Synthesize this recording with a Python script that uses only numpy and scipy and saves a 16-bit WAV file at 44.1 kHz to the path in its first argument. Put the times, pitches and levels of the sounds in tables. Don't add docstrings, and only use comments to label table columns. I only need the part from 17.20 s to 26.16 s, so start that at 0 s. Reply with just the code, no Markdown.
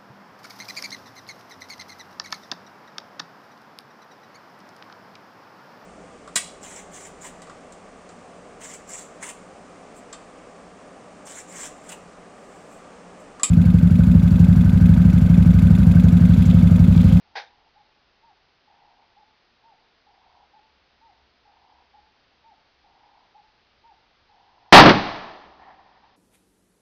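import sys
import numpy as np
from scipy import signal
from scipy.fft import rfft, irfft
from scipy.io import wavfile

SR = 44100
rng = np.random.default_rng(int(sys.argv[2]) if len(sys.argv) > 2 else 0)


def log_audio(samples):
    frames = np.atleast_2d(samples).T
    limited = np.clip(frames, -1, 1)
    pcm = np.round(limited * 32767).astype(np.int16)
    wavfile.write(sys.argv[1], SR, pcm)


def volts_from_db(level):
    exponent = np.asarray(level, float) / 20
    return 10 ** exponent


N = 395224
SHOT_S = 7.5247

# frequency in Hz, density in dB per Hz.
HISS_COLOUR = [(76, -41), (130, -5.5), (241, -4), (435, -3.5), (625, -4), (695, -1.5), (998, -3.5),
               (4800, -8.5)]
# time in seconds, level in dB.
RUMBLE_LEVEL = [(0.0, -77), (2.65, -82), (5.0, -79.5), (6.9, -78)]
# frequency in Hz, density in dB per Hz.
RUMBLE_COLOUR = [(11, -31.5), (18, -4), (70, -3.5), (113, -7), (140, -15.5), (180, -41), (310, -120)]
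# peak time in seconds, level in dB, rise T60 in seconds, fall T60 in seconds.
DRONE = [
    (3.5, -71.5, 3.8, 18.0),
    (7.85, -50.5, .6, 1.5),
    (8.42, -60, .5, .35),
]
# frequency in Hz, density in dB per Hz.
DRONE_COLOUR = [(45, -32.5), (60, -1), (68, 3), (76, -1.5), (100, -33)]

# start in seconds, peak level in dB, length in seconds.
ROLLED_NOTES = [(0.054, -62.5, 0.44), (1.477, -58, 0.376), (2.868, -59, 0.385), (4.255, -58.5, 0.39),
                (5.642, -58.5, 0.426), (7.093, -57.5, 0.42)]
# start in seconds, peak level in dB, length in seconds.
SHORT_NOTES = [(0.56, -53, 0.062), (1.967, -52.5, 0.077), (3.334, -51.5, 0.07), (4.739, -50, 0.062),
               (6.149, -48.5, 0.061)]
# start in seconds, peak level in dB, length in seconds.
ARCHED_NOTES = [(1.029, -54, 0.1), (2.438, -54, 0.11), (3.813, -53.5, 0.11), (5.242, -52.5, 0.1),
                (6.64, -51, 0.097)]
# top pitch in Hz, place of the top from 0 to 1, sag at the start
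# in Hz, sag at the end in Hz, flutter from 0 to 1.
ROLLED_RULE = (862, .5, 45, 10, 1)
SHORT_RULE = (880, .5, 130, 110, 0)
ARCHED_RULE = (928, .34, 90, 235, 0)
# delay in seconds, level in dB.
BANK_ECHOES = [(.002, -8), (.03, -18), (.068, -11.5), (.09, -15), (.115, -19), (.145, -21), (.19, -24)]

# peak time in seconds, level in dB, rise T60 in seconds, fall T60 in seconds.
POP_TAIL = [(.17, -32, .09, 0.27)]
# frequency in Hz, density in dB per Hz.
POP_COLOUR = [(150, -66.5), (250, -44), (487, -13.5), (609, -15), (789, -3.5), (974, -14), (1280, -22),
              (1600, -9), (2520, -15), (2820, -22), (3150, -18), (4800, -18.5)]
# peak time in seconds, level in dB, rise and fall T60 in seconds.
POP_RING = [(.27, -63, .3, .2)]
# frequency in Hz, density in dB per Hz.
POP_RING_COLOUR = [(3000, -36), (3500, -3), (3700, 4), (3950, -7), (4500, -39)]

# frequency in Hz, density in dB per Hz.
BODY_COLOUR = [(210, -26), (350, -2), (410, -2), (498, -4), (791, 4), (1050, 0), (1150, 0.5), (1500, -13),
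               (1950, -38), (3300, -120)]
BOOM_COLOUR = [(29, -51), (50, -17), (210, 0.5), (260, -3.5), (308, 1), (398, -25.5), (420, -14),
               (550, -40.5), (920, -120)]
BRIGHT_COLOUR = [(790, -29), (1350, -0.5), (1490, -7), (1740, -2), (2050, -6.5), (4340, -12.5), (4800, -15)]
# front in dB, return in dB, roll in dB, roll T60 in seconds, haze in dB.
BODY_WAVES = (14, -10, -13.5, 1.18, -47.5)
BOOM_WAVES = (5.5, -9, -7, 0.7251, -52.5)
BRIGHT_WAVES = (14, -14, -11, 1.034, -74)
# frequency in Hz, level in dB, T60 in seconds.
SWING = [(22.2, -22.5, 0.25), (38, -27.5, 0.4), (12, -25, 0.92)]
# start in seconds, peak level in dB, top frequency in Hz.
SLAPS = [
    (7.636, 4, 900),
    (7.66, 6, 950),
    (7.684, 4, 400),
    (7.693, 5, 1500),
    (7.707, 1, 500),
]
# peak time in seconds, level in dB.
FAR_RETURNS = [(8.412, -51), (8.434, -47.5), (8.468, -52.5), (8.49, -53), (8.508, -48), (8.533, -55),
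               (8.59, -56.5), (8.664, -57.5), (8.72, -59), (8.758, -54.5), (8.845, -57), (8.9, -62)]
# frequency in Hz, density in dB per Hz.
FAR_COLOUR = [(300, -45), (560, -13), (700, -9), (780, 3), (850, -4.5), (950, -3.5), (1150, -11.5),
              (1600, -20), (1760, -10), (1850, -11), (1960, -16), (2400, -23), (5000, -46)]
# frequency in Hz, gain in dB.
BAND_TOP = [(4700, -0.5), (5100, -2), (5500, -9.5), (6000, -12), (6500, -21.5), (7000, -37.5), (7250, -58),
            (7400, -88.5)]


def rms_one(x):
    return x / np.sqrt(np.mean(x ** 2) + 1e-20)


def shaped(x, spectrum):
    hz, db = np.transpose(spectrum)
    grid = np.log(np.arange(N // 2 + 1) * SR / N + 1)
    gain = volts_from_db(np.interp(grid, np.log(hz), db))
    return irfft(gain * rfft(x), N)


def coloured_noise(spectrum):
    return rms_one(shaped(rng.standard_normal(N), spectrum))


def wander(per_s):
    knots = rng.standard_normal(int(N / SR * per_s) + 2)
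    return 1.1 * np.interp(np.arange(N) / SR * per_s, np.arange(len(knots)), knots)


def lumps(rows):
    t = np.arange(0, N + 16, 16) / SR
    power = np.zeros(len(t))
    for s, db, rise_t60, fall_t60 in rows:
        decay_db = 60 * np.maximum((s - t) / rise_t60, (t - s) / fall_t60)
        power += volts_from_db(db - decay_db) ** 2
    return np.interp(np.arange(N) / SR, t, np.sqrt(power))


def front(s, peak_db, rise_t60, fade_s):
    t = np.arange(N) / SR - s
    return volts_from_db(peak_db - np.where(t < 0, -60 * t / rise_t60, 20 * (t / fade_s) ** 2))


def after(start_s, rise_s):
    return np.clip((np.arange(N) / SR - start_s) / rise_s, 0, 1)


def background():
    hiss = volts_from_db(-59.5) * coloured_noise(HISS_COLOUR)
    s, db = np.transpose(RUMBLE_LEVEL)
    rumble_db = np.interp(np.arange(N) / SR, s, db) + 4.0
    rumble = volts_from_db(rumble_db) * coloured_noise(RUMBLE_COLOUR)
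    return hiss + rumble + lumps(DRONE) * coloured_noise(DRONE_COLOUR)


def coo(notes, rule):
    trill_hz, sweep_hz, rough_hz, choke_depth = 35.6, 105, 40, .56
    edge_s, onset_s, accent_db, swell_db = .007, .04, 6.0, 3.0
    top_hz, top_at, sag_in_hz, sag_out_hz, trill = rule
    out = np.zeros(N)
    pace, waver = wander(45), wander(170)
    strength = .4 * wander(25) + 1.5 * wander(240)
    for (s, peak_db, length), tune in zip(notes, rng.standard_normal(len(notes))):
        t = np.arange(round(length * SR)) / SR
        first = round((s - .004) * SR)
        span = slice(first, first + len(t))
        off = t / length - top_at
        sag_in = sag_in_hz * (off / top_at) ** 2
        sag_out = sag_out_hz * (off / (1 - top_at)) ** 2
        hz = top_hz - np.where(off < 0, sag_in, sag_out)
        flutter = trill * (1 - .7 * np.exp(-t / onset_s))
        edge = np.clip(1 - np.minimum(t, length - t) / edge_s, 0, 1)
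        db = accent_db * (trill - flutter) + trill * swell_db * t / length - 3.0 - 14 * edge
        beat = 2 * np.pi * np.cumsum(trill_hz * (1 + .06 * pace[span])) / SR
        swing_hz = sweep_hz * np.cos(beat) + rough_hz * np.tanh(waver[span])
        pitch = hz * (1 + .006 * tune) - flutter * swing_hz
        choke = np.clip(.5 - np.sin(beat), 0, 1.5) + .75 * np.cos(2 * beat) ** 6
        opening = 1 - flutter ** 2 * choke_depth * choke
        level_db = peak_db + db + flutter * 5 * np.tanh(.6 * strength[span])
        out[span] += np.sin(2 * np.pi * np.cumsum(pitch) / SR) * opening * volts_from_db(level_db)
    return out


def dove():
    direct = volts_from_db(3) * coo(ROLLED_NOTES, ROLLED_RULE)
    direct += volts_from_db(2.0) * (coo(SHORT_NOTES, SHORT_RULE) + coo(ARCHED_NOTES, ARCHED_RULE))
    echoes = np.zeros(SR // 2)
    spreads, sizes = rng.uniform(-1, 1, (2, len(BANK_ECHOES), 9))
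    for (s, db), spread, size in zip(BANK_ECHOES, spreads, sizes):
        arrivals = ((s + .012 * (1 + spread)) * SR).astype(int)
        echoes[arrivals] = volts_from_db(db - 4.8) * size
    shimmer = volts_from_db(2.5 * np.tanh(wander(160)))
    return direct + shimmer * signal.fftconvolve(direct, echoes)[:N]


def far_pop():
    level = np.hypot(front(0.1605, -29.5, 0.072, 0.077), lumps(POP_TAIL))
    burst = level * volts_from_db(0.84 * wander(179)) * coloured_noise(POP_COLOUR)
    thin_return = lumps(POP_RING) * coloured_noise(POP_RING_COLOUR)
    return after(0.1528, 0.0032) * burst + thin_return


def n_wave(s, peak_db, length_s):
    share = (np.arange(N) / SR - s) / length_s
    return volts_from_db(peak_db) * (1 - 2 * share) * (share >= 0) * (share < 1)


def waves(front_db, return_db, roll_db, roll_t60, haze_db):
    rise_s, return_fade_s = 0.0027, .085
    power = front(SHOT_S + rise_s, front_db, 4 * rise_s, 0.092) ** 2
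    power += front(SHOT_S + 0.13, return_db, 0.04, return_fade_s) ** 2
    power += front(SHOT_S + .222, return_db - 14.5, .1, return_fade_s) ** 2
    tail = lumps([(SHOT_S, roll_db, 1, roll_t60), (SHOT_S, haze_db, 1, 4.0)])
    return np.sqrt(power + tail ** 2)


def shot():
    field = waves(*BODY_WAVES) * coloured_noise(BODY_COLOUR)
    field += waves(*BOOM_WAVES) * coloured_noise(BOOM_COLOUR)
    field += waves(*BRIGHT_WAVES) * coloured_noise(BRIGHT_COLOUR)
    return after(SHOT_S, .0003) * field - n_wave(SHOT_S, 6, .0006)


def swing():
    t = np.maximum(np.arange(N) / SR - SHOT_S, 0)
    return sum(volts_from_db(db - 60 * t / t60) * np.sin(2 * np.pi * hz * t) for hz, db, t60 in SWING)


def slaps():
    length = 2600
    out, t = np.zeros(N), np.arange(length) / SR
    for s, peak_db, top_hz in SLAPS:
        band = signal.butter(1, [0.4 * top_hz, 0.93 * top_hz], "band", fs=SR, output="sos")
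        grit = signal.sosfilt(band, rng.standard_normal(length))
        first = round(s * SR)
        out[first:first + length] += rms_one(grit) * volts_from_db(peak_db - 9 - 700 * t)
    return out


def far_returns():
    level = lumps([(s, db, 0.16, 0.3) for s, db in FAR_RETURNS])
    return level * volts_from_db(2.0 * wander(90)) * coloured_noise(FAR_COLOUR)


def scene():
    floor = background()
    blast = shot() + slaps() + far_returns()
    return (blast + far_pop() + dove() + floor)[None]


def roll_off(x):
    return signal.sosfilt(signal.butter(12, 15670, fs=SR, output="sos"), x)


def record(dry):
    input_top = 1.07
    loud = dry / (1 + (dry / input_top) ** 6) ** (1 / 6)
    narrow = shaped(loud, BAND_TOP) + swing()
    finished = np.clip(narrow, -.975, .975)
    return roll_off(finished)


dry = scene()
out = record(dry)
log_audio(out)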